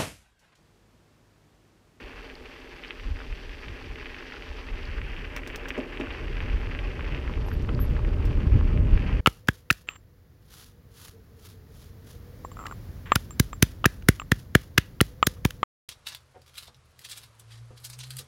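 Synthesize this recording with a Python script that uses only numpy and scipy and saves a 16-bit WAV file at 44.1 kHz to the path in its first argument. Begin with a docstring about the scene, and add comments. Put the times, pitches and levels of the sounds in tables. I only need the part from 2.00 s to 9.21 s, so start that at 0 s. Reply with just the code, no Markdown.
"""A mountain bike rolls down a gravel trail, heard by a cased microphone on the rider.
From the start, shaped noise and random pops make gravel, resonators drum as tyres, and slow noise is head wind.
Large stones pop from 0.3 s; a gear lever and other metal click from 3.4 s as ticks with rattling noise.
The frame takes knocks from 3.8 to 5.7 s, rung by short jolts; narrow noise squeaks very high from 5.5 s,
while the wind buffets ever harder towards the end."""
import sys
import numpy as np
from scipy import signal
from scipy.io import wavfile
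from scipy.ndimage import uniform_filter1d

SR = 44100
rng = np.random.default_rng(int(sys.argv[2]) if len(sys.argv) > 2 else 0)


def wrap_up_sound(samples):
    """Save the sound to the file named by the first command line argument, as 16-bit audio."""
    columns = np.atleast_2d(samples).T
    # keep every value between -1 and 1, then stretch to whole-number steps
    tamed = np.clip(columns, -1, 1)
    steps = np.round(tamed * 32767).astype(np.int16)
    wavfile.write(sys.argv[1], SR, steps)


N = 317856


def gain_of(db):
    """Decibels to a factor."""
    return 10 ** (np.asarray(db) / 20)


def evened(x):
    """Scaled to rms 1."""
    return x / np.sqrt(np.mean(x ** 2) + 1e-20)


def curves(rows):
    """Every column of a time table, interpolated per sample."""
    s, *columns = np.transpose(rows)
    return [np.interp(np.arange(N) / SR, s, c) for c in columns]


def coloured(x, points):
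    """Minimum-phase filter to a spectrum (phase follows from the log gain), then rms 1."""
    f, db = np.transpose(points)
    hz = abs(np.fft.fftfreq(16384, 1 / SR))
    log_gain = np.log(gain_of(np.interp(np.log(hz + 1), np.log(f + 1), db)))
    response = np.exp(np.conj(signal.hilbert(log_gain)))
    taps = np.fft.ifft(response).real[:8192]
    return evened(signal.oaconvolve(x, taps)[:len(x)])


def resonate(x, hz, width_hz):
    """One resonance: shift hz down to zero, smooth with one pole, shift back."""
    turn = np.exp(2j * np.pi * np.cumsum(hz * np.ones(len(x))) / SR)
    r = np.exp(-np.pi * width_hz / SR)
    return 2 * (turn * signal.lfilter([1 - r], [1, -r], x / turn)).real


def lumps(hz):
    """Noise low-passed at hz, rms 1: a slow random level."""
    lowpass = signal.butter(2, hz, fs=SR, output="sos")
    return evened(signal.sosfilt(lowpass, rng.standard_normal(N)))


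def add(mix, s, sound):
    """Mixes a sound in at s seconds."""
    part = mix[round(s * SR):][:len(sound)]
    part += sound[:len(part)]


def pop(hz, cycles):
    """A stone snapping free: soft quick rise, a few dying cycles, peak 1."""
    n = np.arange(500)
    u = n * hz / (SR * cycles)
    wave = u ** 2 * np.exp(-5 * u) * np.sin(2 * np.pi * hz * n / SR)
    return wave / abs(wave).max()


def hits(per_s, spread_db):
    """Random clicks of either sign, a few of them large."""
    size_db = spread_db * np.minimum(rng.exponential(1, N), 5)
    size = gain_of(size_db) * rng.choice([-1., 1.], N)
    return size * (rng.random(N) < per_s / SR)


# rolling levels, also used by tyres(): (time [s], crackle [dB], tyre drumming [dB], fine grit [dB])
ROLL = [(0.0, -49.5, -49, -60.5), (0.5, -51, -50, -59), (1.5, -48.5, -49.5, -56.5), (1.9, -47, -48, -58),
        (2.3, -46.5, -48.5, -55), (2.6, -49.5, -47, -56.5), (3.1, -44, -47.5, -58.5),
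        (3.6, -46, -43.5, -61.5), (4.2, -45, -43.5, -58), (5.1, -46, -42, -57.5),
        (5.55, -51.5, -42.5, -59.5), (6.3, -51, -40, -60.5), (6.7, -48.5, -40.5, -60.5),
        (6.83, -52, -39, -64.5), (6.97, -46.5, -42.5, -58), (7.21, -42.5, -40, -58.5)]
# spectrum of stones heard through the case: (frequency [Hz], gain [dB])
CRACKLE_SPECTRUM = [(500, -32), (1100, -16.5), (1600, 9.5), (2050, 10), (2300, 10), (2650, 12), (3200, 1),
                    (4000, -45), (5200, -48), (12000, -110)]
# spectrum of the dull crunch: (frequency [Hz], gain [dB])
CRUNCH_SPECTRUM = [(500, -37), (700, 0.5), (830, 1.5), (930, -2), (1040, 1), (1300, 0), (1700, -16),
                   (4000, -75), (16000, -120)]
# spectrum of the fine grit: (frequency [Hz], gain [dB])
GRIT_SPECTRUM = [(2060, -12.5), (3500, 0.5), (4030, -4), (4620, -0.5), (5110, -5.5), (5910, -8.5),
                 (7060, -23), (8500, -36), (11000, -69), (18700, -120)]
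# crunch level at -45 dB crackle and -44 dB drumming; dB per dB of each
CRUNCH_DB, CRUNCH_PER_CRACKLE, CRUNCH_PER_DRUM = -50.5, 0.38, 0.54


def gravel():
    """Stones of many sizes pop in clumps over a noise bed of countless small ones: dull, bright and fine."""
    crackle_db, drum_db, grit_db = curves(ROLL)
    crunch_db = CRUNCH_DB + CRUNCH_PER_CRACKLE * (crackle_db + 45) + CRUNCH_PER_DRUM * (drum_db + 44)
    clumps = gain_of(3.1 * lumps(22) + 1.1 * lumps(120))
    pops = np.zeros(N)
    for hz in np.geomspace(600, 7000, 14):
        grain = pop(hz, 1.29)
        grain = grain / np.linalg.norm(grain) * np.sqrt(hz)
        pops += signal.oaconvolve(hits(170 * clumps, 2.61), grain)[:N]
    pops = evened(pops)
    bed = rng.standard_normal(N) * clumps ** 0.14
    crackle = gain_of(crackle_db) * coloured(pops + 0.58 * bed, CRACKLE_SPECTRUM)
    crunch = gain_of(crunch_db) * coloured(pops + 0.5 * bed, CRUNCH_SPECTRUM)
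    grit = gain_of(grit_db) * coloured(pops + 1.4 * bed, GRIT_SPECTRUM)
    return crackle + crunch + grit


CHIPS_DB, CHIPS_PER_DB = -41.5, 1.05  # chip level for a -32 dB stone; dB per dB of the stone


def stone(db, hz):
    """A wide-band pop at the stone's pitch, then smaller chips breaking off at random."""
    t = np.arange(1500) / SR
    chips = rng.choice([-1., 1.], len(t)) * (rng.random(len(t)) < 600 / SR) * (t > 0.001)
    chip_gain = gain_of(CHIPS_DB + CHIPS_PER_DB * (db + 32)) * np.exp(-t / 0.008)
    blows = gain_of(db) * (t == 0) + chips * chip_gain
    snap = np.convolve(blows, pop(hz, 1.9) + 0.6 * pop(2300, 1.7))
    case = signal.butter(6, 3800, fs=SR, output="sos")  # the case dulls the top
    return signal.sosfilt(case, snap)


# single large stones: (time [s], level [dB], pitch [Hz])
STONES = [(0.2997, -30.5, 2450), (0.837, -28, 2680), (0.848, -29, 2560), (0.907, -22, 2620),
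          (0.9977, -32, 2630), (1.169, -34, 1630), (1.203, -28.5, 1530), (1.2163, -30, 1680),
          (1.326, -30, 2220), (1.4944, -32.5, 2770), (1.641, -34, 1820), (1.683, -29.5, 2580),
          (1.958, -30, 2460), (2.028, -32, 1810), (2.058, -25.5, 2230), (2.145, -29.5, 2340),
          (2.208, -30, 1830), (2.226, -32, 1810), (2.3219, -28, 1840), (2.3413, -28, 1590),
          (2.367, -31, 1710), (2.423, -31, 2380), (2.773, -34.5, 1820), (3.016, -26, 2060),
          (3.1446, -35, 1760), (3.165, -30, 2540), (3.251, -30.5, 2520), (3.365, -29, 2060),
          (3.373, -24, 1970), (3.434, -31, 2190), (3.464, -30, 2110), (3.501, -27.5, 2200),
          (3.547, -29, 2110), (3.552, -30, 2180), (3.649, -39, 1920), (3.6565, -24.5, 1750),
          (3.705, -19.5, 2320), (3.757, -29, 2300), (3.767, -31, 1210), (3.802, -28.5, 2420),
          (3.928, -34, 1800), (3.9732, -25.5, 2620), (3.999, -33, 1060), (4.011, -24, 2460),
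          (4.071, -26, 1520), (4.1053, -28, 2540), (4.115, -34, 2460), (4.282, -31, 2470),
          (4.369, -29, 2520), (4.4042, -24, 2240), (4.499, -31, 2200), (4.615, -32, 2050),
          (4.716, -31.5, 1690), (4.7494, -25.5, 1990), (4.79, -25, 2440), (4.993, -25.5, 1250),
          (5.008, -27, 2080), (5.045, -31, 2110), (5.063, -32, 1870), (5.123, -29, 2430),
          (5.147, -25.5, 2360), (5.277, -26.5, 1830), (5.2959, -28, 1140), (5.338, -29.5, 2440),
          (5.463, -32, 790), (5.4837, -30, 820), (5.5155, -26, 1650), (5.69, -23, 1180), (5.692, -31, 2780),
          (5.791, -25, 1240), (5.9659, -29, 1800), (5.992, -30, 1020), (6.0487, -28, 1820),
          (6.3103, -34, 1120), (6.403, -32, 900), (6.61, -27, 1070), (6.775, -29.5, 2240),
          (6.9757, -25.5, 1930), (7.094, -29, 880)]


def stones():
    """Large stones snap free one by one, each with its own pitch."""
    out = np.zeros(N)
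    for s, db, hz in STONES:
        add(out, s, stone(db, hz))
    return out


# fine grit flicked against the frame: (time [s], level [dB])
FLICKS = [(0.354, -36), (0.8806, -38), (2.8542, -36), (3.809, -43), (4.126, -42), (5.7488, -37)]


def flicks():
    """Grit strikes the frame: a high pop that lasts several cycles, plus a weaker lower one."""
    out = np.zeros(N)
    for s, db in FLICKS:
        add(out, s, gain_of(db) * (pop(4560, 5.6) + 0.44 * pop(2300, 2.2)))
    return out


# air and casing modes of the tyre: (frequency [Hz], width [Hz], level [dB])
TYRE_MODES = [(170.6, 39, -3.5), (263.4, 32.6, 4.5), (342, 87, 3), (391, 39, -4.5), (432, 22.4, -1.5),
              (535, 86, -9.5)]
RIM_HZ = 607


def ring(x):
    """The wheel's modes, each filtered twice so that the gaps stay dark; the rim swings against the tyre."""
    tyre = np.zeros(len(x))
    for hz, width_hz, db in TYRE_MODES:
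        mode = resonate(resonate(x, hz, width_hz), hz, 4 * width_hz)
        tyre += gain_of(db) * mode / np.sqrt(width_hz)
    rim = resonate(resonate(x, RIM_HZ, 25), RIM_HZ, 80)
    return tyre - gain_of(-19) * rim


# knocks and their bounces, also used by knocks():
# (time [s], peak [dB], body frequency [Hz], change in drumming after it [dB])
KNOCKS = [(3.777, -24, 390, 11), (3.786, -21, 263, 5), (4.0, -23.5, 338, 16), (4.017, -28, 270, -6),
          (4.036, -28, 266, -1), (5.6894, -27, 480, 10.5)]
SHUDDER_S = 0.039  # decay of the drumming change after a knock


def tyres():
    """Rough ground excites the wheel's modes and the casing; knocks briefly change the drumming level."""
    _, drum_db, _ = curves(ROLL)
    fade = np.exp(-np.arange(SR // 2) / (SHUDDER_S * SR))
    for s, _, _, shudder_db in KNOCKS:
        add(drum_db, s, shudder_db * fade)
    drum_db = uniform_filter1d(drum_db, size=120)  # level moves over a few ms
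    ground = evened(hits(500, 1.1)) + 1.17 * rng.standard_normal(N)
    drone = resonate(resonate(rng.standard_normal(N), 330, 300), 380, 210)  # the casing's broad body
    return gain_of(drum_db) * evened(evened(ring(ground)) + 0.89 * evened(drone))


FRAME_WIDTH_HZ, JOLT_S = 34, 0.00028


def knocks():
    """A short smooth jolt rings the frame, the wheel and a broad clack at once."""
    out, t = np.zeros(N), np.arange(8000) / SR
    jolt = np.exp(-(t / JOLT_S - np.pi) ** 2)
    rim_clack = resonate(resonate(jolt, RIM_HZ, 30), RIM_HZ, 220)
    broad_clack = resonate(resonate(jolt, 540, 460), 790, 810)
    clack = evened(rim_clack + 0.37 * broad_clack)
    wheel = evened(ring(jolt))
    for s, db, hz, _ in KNOCKS:
        frame = evened(resonate(resonate(jolt, hz, FRAME_WIDTH_HZ), hz, 140))
        knock = frame + 0.55 * wheel + 0.75 * clack
        add(out, s, gain_of(db) * knock / abs(knock).max())
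    return out


# bright metal clicks: (time [s], level [dB], rattle offset [dB], gain above 11 kHz [dB], rebound share [1])
CLICKS = [(3.3635, -31, -11, 0, .2), (3.4743, -35, -12, 2, .3), (3.5586, -31, -14, 3, 0.13),
          (3.6842, -37.5, -6, 1.5, 0.61), (3.7762, -51, 5, -13, .1), (3.9987, -47, 0, -8, .2),
          (5.486, -44, -10, -12, .2), (5.623, -49, -19, 5, .2), (6.253, -43.5, -5, 6, .2)]
# metal spectrum: (frequency [Hz], gain [dB])
METAL_SPECTRUM = [(2060, 6), (3500, 4), (4330, -3.5), (5660, 2), (6160, -4.5), (8760, -11), (11000, -16),
                  (12500, -19), (14700, -6), (15600, -19), (16200, -37)]
RATTLE_T60_S, REBOUND_S, REBOUND_HZ = 0.055, 0.0059, 5400


def clicks():
    """A sharp noise tick, a ringing rebound, and small parts that rattle on in tiny ticks."""
    out, t = np.zeros(N), np.arange(6000) / SR
    tick = (1 - np.exp(-t / 0.00055)) * np.exp(-t / 0.0015) * 2
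    low = signal.butter(4, 11000, "low", fs=SR, output="sos")
    high = signal.butter(4, 11000, "high", fs=SR, output="sos")
    for s, db, rattle_db, bright_db, share in CLICKS:
        noise, other, chatter = rng.standard_normal((3, len(t)))
        ticks = gain_of(2.7 * evened(uniform_filter1d(chatter, size=60)))
        decay = gain_of(rattle_db - 4 - 60 * (t / RATTLE_T60_S) ** 2)
        rattle = np.minimum(t / 0.0033, 1) * ticks * decay
        ringing = evened(resonate(resonate(other, REBOUND_HZ, 1200), REBOUND_HZ, 1600))
        rebound = share * np.exp(-((t - REBOUND_S) / 0.00083) ** 2) * ringing
        metal = coloured(noise, METAL_SPECTRUM)
        metal = signal.sosfilt(low, metal) + gain_of(bright_db) * signal.sosfilt(high, metal)
        add(out, s, gain_of(db) * (metal * (tick + rattle) + rebound))
    return out


# squeaks: (time [s], level [dB], start frequency [Hz], width [Hz], half of duration [s])
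SQUEAKS = [(5.455, -60, 11600, 450, .036), (5.488, -63, 12500, 450, .03), (5.52, -55, 11900, 550, .03),
           (5.793, -41, 12650, 950, .046), (5.83, -56, 11550, 450, .034), (5.893, -65, 11750, 450, .028)]
SAG_HZ = 250  # pitch drop per half duration


def squeaks():
    """Short gritty squeaks: a narrow noise band that sags in pitch, starts quickly and dies away."""
    out = np.zeros(N)
    for s, db, start_hz, width_hz, half_s in SQUEAKS:
        u = np.linspace(0, 2, round(2 * half_s * SR))
        turn = np.exp(2j * np.pi * np.cumsum(start_hz - SAG_HZ * u) / SR)
        a, b = rng.standard_normal((2, len(u)))
        lowpass = signal.butter(8, width_hz / 2, fs=SR, output="sos")
        band = signal.sosfilt(lowpass, a + 1j * b)
        swell = 4 * u ** 1.4 * np.exp(-(u / 0.59) ** 2)
        add(out, s, gain_of(db) * evened((band * turn).real) * swell)
    return out


def steadied(x, seconds, share):
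    """Irons out part of a noise's own swells, so that the gusts set its rhythm."""
    swell = np.sqrt(abs(uniform_filter1d(x ** 2, round(seconds * SR))) + 0.022)
    return evened(x / swell ** share)


# head wind between the gusts: (time [s], buffeting level [dB])
WIND = [(0.0, -46), (0.55, -49.5), (0.9, -54), (1.05, -43), (1.9, -40), (2.25, -47), (3.05, -38.5),
        (3.9, -43.5), (4.45, -30.5), (5.05, -33.5), (5.25, -30), (5.8, -26.5), (6.3, -26), (6.75, -23.5),
        (7.1, -25), (7.21, -23.5)]
# gusts: (peak time [s], full width at 1/e [s], buffeting swell [dB], rumble swell [dB])
GUSTS = [(0.725, 0.072, 2, 9), (0.963, 0.044, 8, 5), (1.108, 0.14, 18, 8), (1.314, 0.081, 9.5, 3),
         (2.505, 0.051, 16.5, -3), (2.742, 0.048, 7, 2), (2.926, 0.53, 7.5, 7), (4.54, 0.068, 9.5, 1),
         (5.738, 0.039, -8, 5), (5.917, 0.058, 1, 6), (6.075, 0.046, 7, 2.5), (6.3, 0.03, 1, 8),
         (6.553, 0.12, 6, 6), (6.648, 0.062, 3.5, 1), (6.816, 0.045, 1.5, 2), (6.934, 0.066, 7.5, 5)]
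# spectrum of the slow buffeting: (frequency [Hz], gain [dB])
BUFFET_SPECTRUM = [(8, -24), (24, 8), (40, 14.5), (60, 2.5), (90, -3.5), (140, -73), (1000, -130)]
# spectrum of the faster rumble: (frequency [Hz], gain [dB])
RUMBLE_SPECTRUM = [(30, -49.5), (55, -4.5), (70, -3), (110, -10), (170, -19), (300, -25), (600, -44.5),
                   (6000, -130)]
RUMBLE_DB, RUMBLE_GROWTH = -35, 1.41  # rumble level at -31.5 dB wind; dB per dB of wind


def wind():
    """Eddies at the microphone port: slow buffeting, and a lumpy rumble that grows quicker with the wind."""
    wind_db, t = curves(WIND)[0], np.arange(N) / SR
    buffet_db = wind_db
    rumble_db = RUMBLE_DB + RUMBLE_GROWTH * (wind_db + 31.5)
    for s, width_s, swell_db, rumble_swell_db in GUSTS:
        gust = np.exp(-(2 * (t - s) / width_s) ** 2)
        buffet_db = buffet_db + swell_db * gust
        rumble_db = rumble_db + rumble_swell_db * gust
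    buffet = steadied(coloured(rng.standard_normal(N), BUFFET_SPECTRUM), 0.2, 0.58)
    rumble = steadied(coloured(rng.standard_normal(N), RUMBLE_SPECTRUM), 0.047, 0.75)
    rumble = evened(rumble * gain_of(2.3 * lumps(8.1)))
    return gain_of(buffet_db) * buffet + gain_of(rumble_db) * rumble


def scene():
    """Everything reaches one microphone; the last 200 samples fade out."""
    ending = np.minimum(np.arange(N)[::-1] / 200, 1)
    air = wind()
    ground = gravel() + stones() + flicks()
    bike = tyres() + knocks() + clicks() + squeaks()
    return ((ground + bike + air) * ending)[None]


# hiss spectrum: (frequency [Hz], gain [dB])
HISS_SPECTRUM = [(3000, -34), (5500, -6.5), (7000, -7.5), (9000, -10.5), (12000, -12.5), (13500, -12.5),
                 (15100, -14), (15500, -35)]
HISS_DB, EDGE_HZ = -71, 16200


def record(dry):
    """The case weakens one narrow band; then the microphone's own hiss and the band limit."""
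    cased = dry - 0.5 * resonate(dry[0], 715, 68)
    hiss = gain_of(HISS_DB) * coloured(rng.standard_normal(N), HISS_SPECTRUM)
    padded = np.pad(cased + hiss, ((0, 0), (255, 255)), "reflect", reflect_type="odd")
    lowpass = signal.firwin(511, EDGE_HZ, window=("kaiser", 9), fs=SR)
    return signal.oaconvolve(padded, lowpass[None], "valid")


dry = scene()
out = record(dry)
wrap_up_sound(out)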